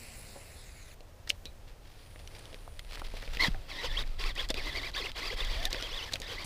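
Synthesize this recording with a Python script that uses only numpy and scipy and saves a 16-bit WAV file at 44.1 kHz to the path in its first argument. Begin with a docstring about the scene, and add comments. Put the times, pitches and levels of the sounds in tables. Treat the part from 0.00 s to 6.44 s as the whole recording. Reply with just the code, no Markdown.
"""A spool whirrs free after a cast, slows and stops: a fishing reel, close to a chest camera beside a pond.
The clutch snaps in, fingers rub on the handle and loose parts tick. Then line is wound in jerky strokes,
the gear teeth whining through the reel's frame, and the rod butt thumps the chest once.
Wind and body movement rumble in the microphone over a quiet meadow hiss."""
import sys
import numpy as np
from scipy.fft import rfft, irfft, next_fast_len
from scipy.io import wavfile
from scipy.ndimage import uniform_filter1d, map_coordinates

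SR = 44100
rng = np.random.default_rng(int(sys.argv[2]) if len(sys.argv) > 2 else 0)


def dump(signal):
    """Clip the signal to [-1, 1] and save it as 16-bit WAV at the path in sys.argv[1]."""
    limited = np.clip(np.atleast_2d(signal).T, -1, 1)
    pcm = np.round(limited * 32767).astype(np.int16)
    wavfile.write(sys.argv[1], SR, pcm)


N = 284216
TIME = np.arange(N) / SR
HIT_TIME = np.arange(4096) / SR  # seconds since an impact


def amp(db):
    return 10 ** (np.asarray(db) / 20)


def unit(x):
    return x / np.sqrt(np.mean(x ** 2) + 1e-20)


def phase_of(hz):
    return 2 * np.pi * np.cumsum(hz) / SR


def gain_at(spectrum, hz):
    """Gain between (Hz, dB) points on a log axis."""
    points_hz, db = np.transpose(spectrum)
    return amp(np.interp(np.log(hz + 1), np.log(points_hz + 1), db))


def curves(rows):
    """One value per sample for each column after the time."""
    times, *columns = np.transpose(rows)
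    return [np.interp(TIME, times, column) for column in columns]


def wobble(rate):
    """A smooth random curve, rate knots a second."""
    return map_coordinates(rng.standard_normal(int(N * rate / SR) + 4), [TIME * rate])


def filtered(x, response):
    """x times a complex response of frequency."""
    size = next_fast_len(N + SR // 2)
    return irfft(rfft(x, size) * response(np.fft.rfftfreq(size, 1 / SR)), size)[..., :N]


def hiss(spectrum):
    """Coloured noise of rms 1."""
    return unit(filtered(rng.standard_normal(N), lambda hz: gain_at(spectrum, hz)))


def band(hz, centre_hz, width_hz):
    """A causal resonance of gain 1 at its centre."""
    return 1j * hz * width_hz / (centre_hz ** 2 - hz ** 2 + 1j * hz * width_hz)


def resonate(x, centre_hz, width_hz):
    """x passed twice through one resonance."""
    return filtered(x, lambda hz: band(hz, centre_hz, width_hz) ** 2)


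# The free run, close to the microphone. Each row: time in seconds, whirr in dB, hum in Hz, hum in dB.
SPOOL_RUN = [(0, -52, 239.3, -62), (.6, -56.5, 178.8, -73), (.93, -60, 142.7, -83.5)]
# The spool's resonances at full speed. Each row: centre in Hz, width in Hz, relative level in dB.
SPOOL_MODES = [(2430, 1700, 4), (4120, 1900, 1), (7640, 2000, 0), (10350, 1600, 0), (13723, 3400, -9.5)]
# A faint, rough falling tone. Each row: time in seconds, pitch in Hz, level in dB.
SPOOL_WHIZZ = [(.66, 5100, -68), (.88, 3750, -64.5), (.945, 1600, -66)]


def spool(stop_s=0.945, sag_power=0.3):
    """The free spool slows down; its bearings rattle in regular bursts, hum and whizz."""
    whirr_db, hum_hz, hum_db = curves(SPOOL_RUN)
    phase = phase_of(hum_hz)
    bursts = (.5 + .5 * np.cos(phase / 4)) ** 6
    rattle = unit(1 + 0.42 * amp(1.8 * wobble(27)) * bursts) * rng.standard_normal(N)
    slowed = np.cumsum((hum_hz / hum_hz[0]) ** sag_power)
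    whirr = np.zeros(N)
    for hz, width, db in SPOOL_MODES:
        ring = amp(db + 2.2 * wobble(21.5)) * resonate(rattle, hz, width)
        whirr += map_coordinates(ring, [slowed]) if hz < 9000 else ring  # lower modes sink with the speed
    whizz_hz, whizz_db = curves(SPOOL_WHIZZ)
    partials = sum(np.sin(ratio * phase_of(whizz_hz)) for ratio in (1, 1.6))
    whizz = unit(amp(1.8 * wobble(29.7)) * wobble(500) * partials)
    hum = amp(hum_db + 3.1 * wobble(31.2)) * np.sin(phase)
    return (amp(whirr_db) * unit(whirr) + amp(whizz_db) * whizz + hum) * (TIME < stop_s)


# Wind on the microphone. Each row: frequency in Hz, relative noise density in dB.
WIND_SPECTRUM = [(10, -41), (30, 0), (90, -5), (145, -29), (250, -25.5), (400, -44.5)]
# The body's push on the chest harness. Each row: time in seconds, level in dB.
BODY_SWAY = [(2.4, -52.5), (3.35, -37), (3.55, -32.5), (3.7, -51.5), (3.9, -34), (4.25, -36.5),
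             (5.05, -41.5), (5.55, -33), (6, -43.5)]


def rumble():
    """Wind buffets the microphone while the body sways under it."""
    wind = amp(-55) * unit(amp(1.4 * wobble(4.9)) * hiss(WIND_SPECTRUM))
    sway = unit(resonate(rng.standard_normal(N), centre_hz=22.228, width_hz=22.1))
    return wind + amp(curves(BODY_SWAY)[0]) * sway


# The meadow around the pond. Each row: frequency in Hz, relative noise density in dB.
MEADOW_SPECTRUM = [(59, 0.5), (100, 4.5), (214, -11), (541, -7), (1430, -18), (5280, -24.5), (13900, -35),
                   (15500, -50.5)]
# A thin high band, perhaps insects. Each row: time in seconds, level in dB.
THIN_HISS = [(1.6, -94), (2.1, -68.5), (3.1, -70), (4, -89)]


def meadow():
    """A quiet, wavering hiss; a thin band near 10 kHz comes and goes."""
    air = amp(-55 + 2.2 * wobble(2.92)) * hiss(MEADOW_SPECTRUM)
    thin = unit(resonate(rng.standard_normal(N), centre_hz=9550, width_hz=1868))
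    return air + amp(curves(THIN_HISS)[0]) * thin


# Loose parts, close by. Each row: start in seconds, pitch in Hz, level in dB.
PART_RINGS = [(.355, 554, -39.5), (1.457, 3920, -43), (1.457, 2460, -50)]


def loose_parts(t60=0.11):
    """Loose parts ring on briefly, each with one rough tone."""
    out, t = np.zeros(N + SR), HIT_TIME
    for start, hz, db in PART_RINGS:
        rough = 1 + 6.5 * uniform_filter1d(rng.standard_normal(len(t)), size=60)
        envelope = amp(db - 60 * t / t60) * (1 - np.exp(-t / 0.0028))
        out[round(start * SR):][:len(t)] += envelope * rough * np.sin(2 * np.pi * hz * t)
    return out[:N]


# Clutch, handle and rod, right at the camera.
# Each row: start in seconds, crack peak in dB, crack centre in Hz, knock gain in dB.
REEL_TICKS = [(1.0062, -43, 3500, -50), (1.2926, -24, 5000, -58), (1.2966, -19, 4273, -48),
              (1.2998, -19, 4070, -54), (1.302, -11, 3050, -45), (1.4546, -30, 3950, -47.5),
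              (2.159, -39, 1991, -52), (2.192, -42, 3566, -52), (2.2746, -34, 3380, -69),
              (2.391, -42, 7500, -65), (2.455, -36, 3775, -53), (2.5285, -38, 2986, -46),
              (2.5436, -32, 2700, -46), (2.677, -35, 878.5, -55), (2.793, -29, 2860, -53),
              (2.973, -32.5, 1050, -46.5), (3.0175, -29.5, 980, -44), (3.138, -35, 640, -41),
              (3.228, -34.5, 1436, -45.5), (3.276, -33, 2360, -45), (3.3704, -26.5, 2408, -41),
              (3.545, -34, 1600, -42), (4.037, -36, 1800, -50), (4.239, -23, 2340, -56),
              (4.353, -39, 5200, -60), (4.488, -29, 4470, -56), (4.503, -21, 4600, -30),
              (4.5424, -23.5, 3304, -38.5), (4.915, -41, 4004, -65), (5.1169, -30.5, 3437, -65),
              (5.338, -40, 5597, -45), (5.448, -31, 4800, -55), (5.6289, -27.5, 3405, -45),
              (5.6525, -28, 3460, -60), (5.6533, -16, 3500, -39.5), (5.706, -33.5, 4778, -52),
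              (5.7285, -19, 3923, -40), (5.7456, -25.5, 2160, -39), (5.81, -33, 4200, -59.5),
              (5.8245, -20.5, 3250, -39.5), (6.1342, -20.5, 4450, -42), (6.1378, -17, 3729, -39.5),
              (6.1561, -25, 2385, -45), (6.2003, -31, 4790, -43), (6.2175, -27, 3220, -53)]
# The rod butt's modes. Each row: pitch in Hz, relative level in dB, seconds to fall 60 dB.
ROD_MODES = [(301, 18, 0.0096), (487, 7, 0.032), (587, -1.5, 0.084)]


def ticks():
    """Each tick is a few milliseconds of crack around its own centre, and a low knock in the rod."""
    out, t = np.zeros(N + SR), HIT_TIME
    freqs = np.fft.rfftfreq(len(t), 1 / SR)
    envelope = (amp(-60 * t / 0.004) + 0.024 * amp(-60 * t / 0.044)) * (1 - np.exp(-t / 0.00078)) ** 2
    for start, peak_db, centre, knock_db in REEL_TICKS:
        colour = band(freqs, centre, 0.84 * centre) ** 2 + 0.044 * band(freqs, 7700, 6800)
        crack = irfft(rfft(envelope * rng.standard_normal(len(t))) * colour)
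        crack /= np.abs(crack).max()
        grip = amp(rng.normal(0, 1.0))  # the hand's hold shifts the rod's pitch
        knock = sum(amp(db + rng.normal(0, 1.5) - 60 * t / t60) * np.sin(2 * np.pi * hz * grip * t)
                    for hz, db, t60 in ROD_MODES)
        knock *= 1 - np.exp(-t / 0.0022)
        out[round(start * SR):][:len(t)] += amp(peak_db) * crack + amp(knock_db) * knock
    return out[:N]


# The reel frame's broad colour, heard up close. Each row: frequency in Hz, relative level in dB.
FRAME_SPECTRUM = [(120, -14), (250, -10.5), (480, -5.5), (800, -6.5), (1500, -8), (1900, -4), (4800, -6.5),
                  (6500, -17.5), (15500, -28)]
# Rubs on the grip. Each row: peak time in seconds, rise in seconds, peak in dB, fade in dB a second.
GRIP_RUBS = [(1.275, 0.00386, -51, 301.5), (1.679, 0.03162, -60, 200.5), (1.9, 0.12, -60, 14),
             (2.35, 0.018, -60.5, 40), (2.9, 0.049, -54, 37), (3.22, 0.42, -52.5, 65),
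             (3.335, 0.02083, -47.5, 77), (4.059, 0.0616, -54.5, 56), (6.13, 0.051, -44.5, 304)]


def hands(rise_db=24.5):
    """Fingers and cloth rub the grip: grainy noise in the colour of the frame."""
    level = np.zeros(N)
    for peak_s, rise_s, db, fade in GRIP_RUBS:
        since = TIME - peak_s
        level += amp(db + np.where(since < 0, rise_db * since / rise_s, -fade * since))
    grain = amp(2.5 * wobble(40) + 3.1 * wobble(300))
    return level * grain * hiss(FRAME_SPECTRUM)


# Winding in front of the chest. Each row: start in seconds, end in seconds, level between tugs in dB.
CRANK_STROKES = [(3.393, 3.489, -33), (3.688, 4.032, -43), (4.187, 4.321, -42.5), (4.352, 4.463, -43),
                 (4.492, 4.517, -34.5), (4.544, 4.907, -43.5), (4.939, 5.11, -42.5), (5.152, 5.351, -41.5),
                 (5.361, 5.686, -42.5), (5.696, 6.099, -44.5), (6.216, 6.501, -46)]
# Tugs of the hand. 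Each row: peak time in seconds, half length in seconds,
# top tooth rate in Hz when inside a stroke, lift in dB.
HAND_TUGS = [(3.429, 0.05615, 2257, 6), (3.694, 0.039, 2825, 1.5), (3.795, .03, 1941, 4),
             (3.852, 0.035794, 3266, 11.5), (3.991, 0.045843, 3790, 9.5), (4.211, 0.036, 2704, 5.5),
             (4.271, 0.043645, 2740, 5.5), (4.404, 0.04811, 3465, 9.5), (4.584, 0.034, 2559, 5),
             (4.676, 0.043106, 2026, 6), (4.776, 0.04073, 2332, 10), (4.856, 0.04, 2391, 6.5),
             (4.982, 0.06225, 3668, 9.5), (5.055, 0.03015, 2774, 8), (5.183, 0.040085, 3220, 6),
             (5.262, 0.05047, 2723, 5.5), (5.328, .035, 3430, 5), (5.404, 0.047466, 3644, 8),
             (5.529, 0.0483, 3280, 6), (5.774, 0.063314, 3634, 7), (5.848, 0.052795, 3422, 5.5),
             (5.957, 0.08125, 3740, 8), (6.036, 0.03702, 3046, 6), (6.314, 0.06212, 3394, 7.5),
             (6.41, 0.04967, 2321, 4.5)]


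def winding(rest_hz=1306, cruise_hz=1772, rest_db=-61, take_up_s=0.029, let_go_s=0.026):
    """Strokes lift the tooth rate and level from rest; tugs add load and arch both higher."""
    def ease(u):
        return np.sin(np.pi / 2 * np.clip(u, 0, 1)) ** 2

    tooth_hz, level_db, load_db = np.full(N, float(rest_hz)), np.full(N, float(rest_db)), np.zeros(N)
    for start, end, db in CRANK_STROKES:
        turning = ease((TIME - start) / take_up_s + .5) * ease((end - TIME) / let_go_s + .5)
        tooth_hz += (cruise_hz - rest_hz) * turning
        level_db += (db - rest_db) * turning
    for peak_s, half_s, hz, db in HAND_TUGS:
        arch = ease(1 - np.abs(TIME - peak_s) / half_s)
        tooth_hz += (hz - cruise_hz) * arch
        load_db += db * arch
    return tooth_hz, level_db + load_db, load_db


def squeaks(count):
    """Scattered short arching chirps from dry teeth and bearings."""
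    out, arch = np.zeros(N + SR), np.sin(np.linspace(0, np.pi, 600))
    for when, pitch, bend, size in rng.random((count, 4)):
        hz = 1800 * 3 ** pitch * (1 + 0.12644 * bend * arch)
        out[int(when * N):][:len(arch)] += (size * arch) ** 2 * np.sin(phase_of(hz))
    return unit(out[:N])


# The reel frame's resonances. Each row: centre in Hz, width in Hz, lift in dB.
FRAME_MODES = [(1100, 120, 5.5), (2025, 135, 5), (3273, 146, 6.5), (3520, 160, 4), (3920, 97, 4.5),
               (4620, 370, 4)]


def frame(hz):
    """The reel frame lifts whatever falls on its resonances."""
    return 1 + sum((amp(db) - 1) * band(hz, centre, width) for centre, width, db in FRAME_MODES)


# The gear whine, close to the microphone. Each row: multiple of the tooth rate, relative level in dB.
MESH_ORDERS = [(.152, -3), (0.301, -10.5), (0.491, -6.5), (1.001, 1.5), (2.0, 1), (3.0, -2)]


def gears(whine_top_hz=6300):
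    """Tooth impacts whine hoarsely over gritty friction; both ring the frame."""
    tooth_hz, level_db, load_db = winding()
    phase = phase_of(tooth_hz * (1 + .035 * wobble(300) + .03 * wobble(45)))
    whine = sum(amp(db + 3.5 * wobble(45)) * (1 + .8 * wobble(300)) * np.sin(order * phase)
                for order, db in MESH_ORDERS)
    whine = filtered(whine, lambda hz: gain_at(FRAME_SPECTRUM, hz) / (1 + (hz / whine_top_hz) ** 5))
    grit = unit(amp(1.3 * wobble(200) + 1.1 * wobble(35)) * hiss(FRAME_SPECTRUM))
    bite = amp(0.61 * load_db - 0.5)  # teeth sing out more under load
    mesh = (grit + bite * whine + amp(-9.5) * squeaks(count=2600)) / np.sqrt(1 + bite ** 2)
    engaged = TIME > CRANK_STROKES[0][0] - .1
    return amp(level_db) * engaged * unit(filtered(mesh, frame))


def butt_thump(start_s=3.483, db=-20.5, hz=172, t60=0.035):
    """The rod butt thumps the chest: one low, quickly damped tone."""
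    out, t = np.zeros(N), HIT_TIME
    out[round(start_s * SR):][:len(t)] -= amp(db - 60 * t / t60) * np.sin(2 * np.pi * hz * t)
    return out


# Two low tones late in the winding.
# Each row: start in seconds, length in seconds, first pitch in Hz, last pitch in Hz, level in dB.
RISING_TONES = [(5.552, 0.1, 575, 798, -45), (5.624, 0.074928, 600, 838.5, -44.5)]


def rising_tones():
    """Short soft tones glide upward."""
    out = np.zeros(N)
    for start, length, from_hz, to_hz, db in RISING_TONES:
        progress = np.arange(round(length * SR)) / (length * SR)
        tone = np.sin(phase_of(from_hz + (to_hz - from_hz) * progress))
        out[round(start * SR):][:len(tone)] += amp(db) * np.sqrt(np.sin(np.pi * progress)) * tone
    return out


def scene():
    """The reel and the pondside, in mono from the chest."""
    cast = spool() + rumble() + meadow() + loose_parts()
    return (cast + ticks() + hands() + gears() + butt_thump() + rising_tones())[None]


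def record(dry, peak_hz=14600, shelf_hz=15400, top_hz=16400):
    """The microphone peaks near the top, then falls away; the camera keeps nothing above its band limit."""
    def response(hz):
        peak = 1 + amp(-6.5) * band(hz, peak_hz, width_hz=1000)
        return peak * amp(-22 * (hz > shelf_hz)) * (hz < top_hz)

    return filtered(dry, response)


dry = scene()
out = record(dry)
dump(out)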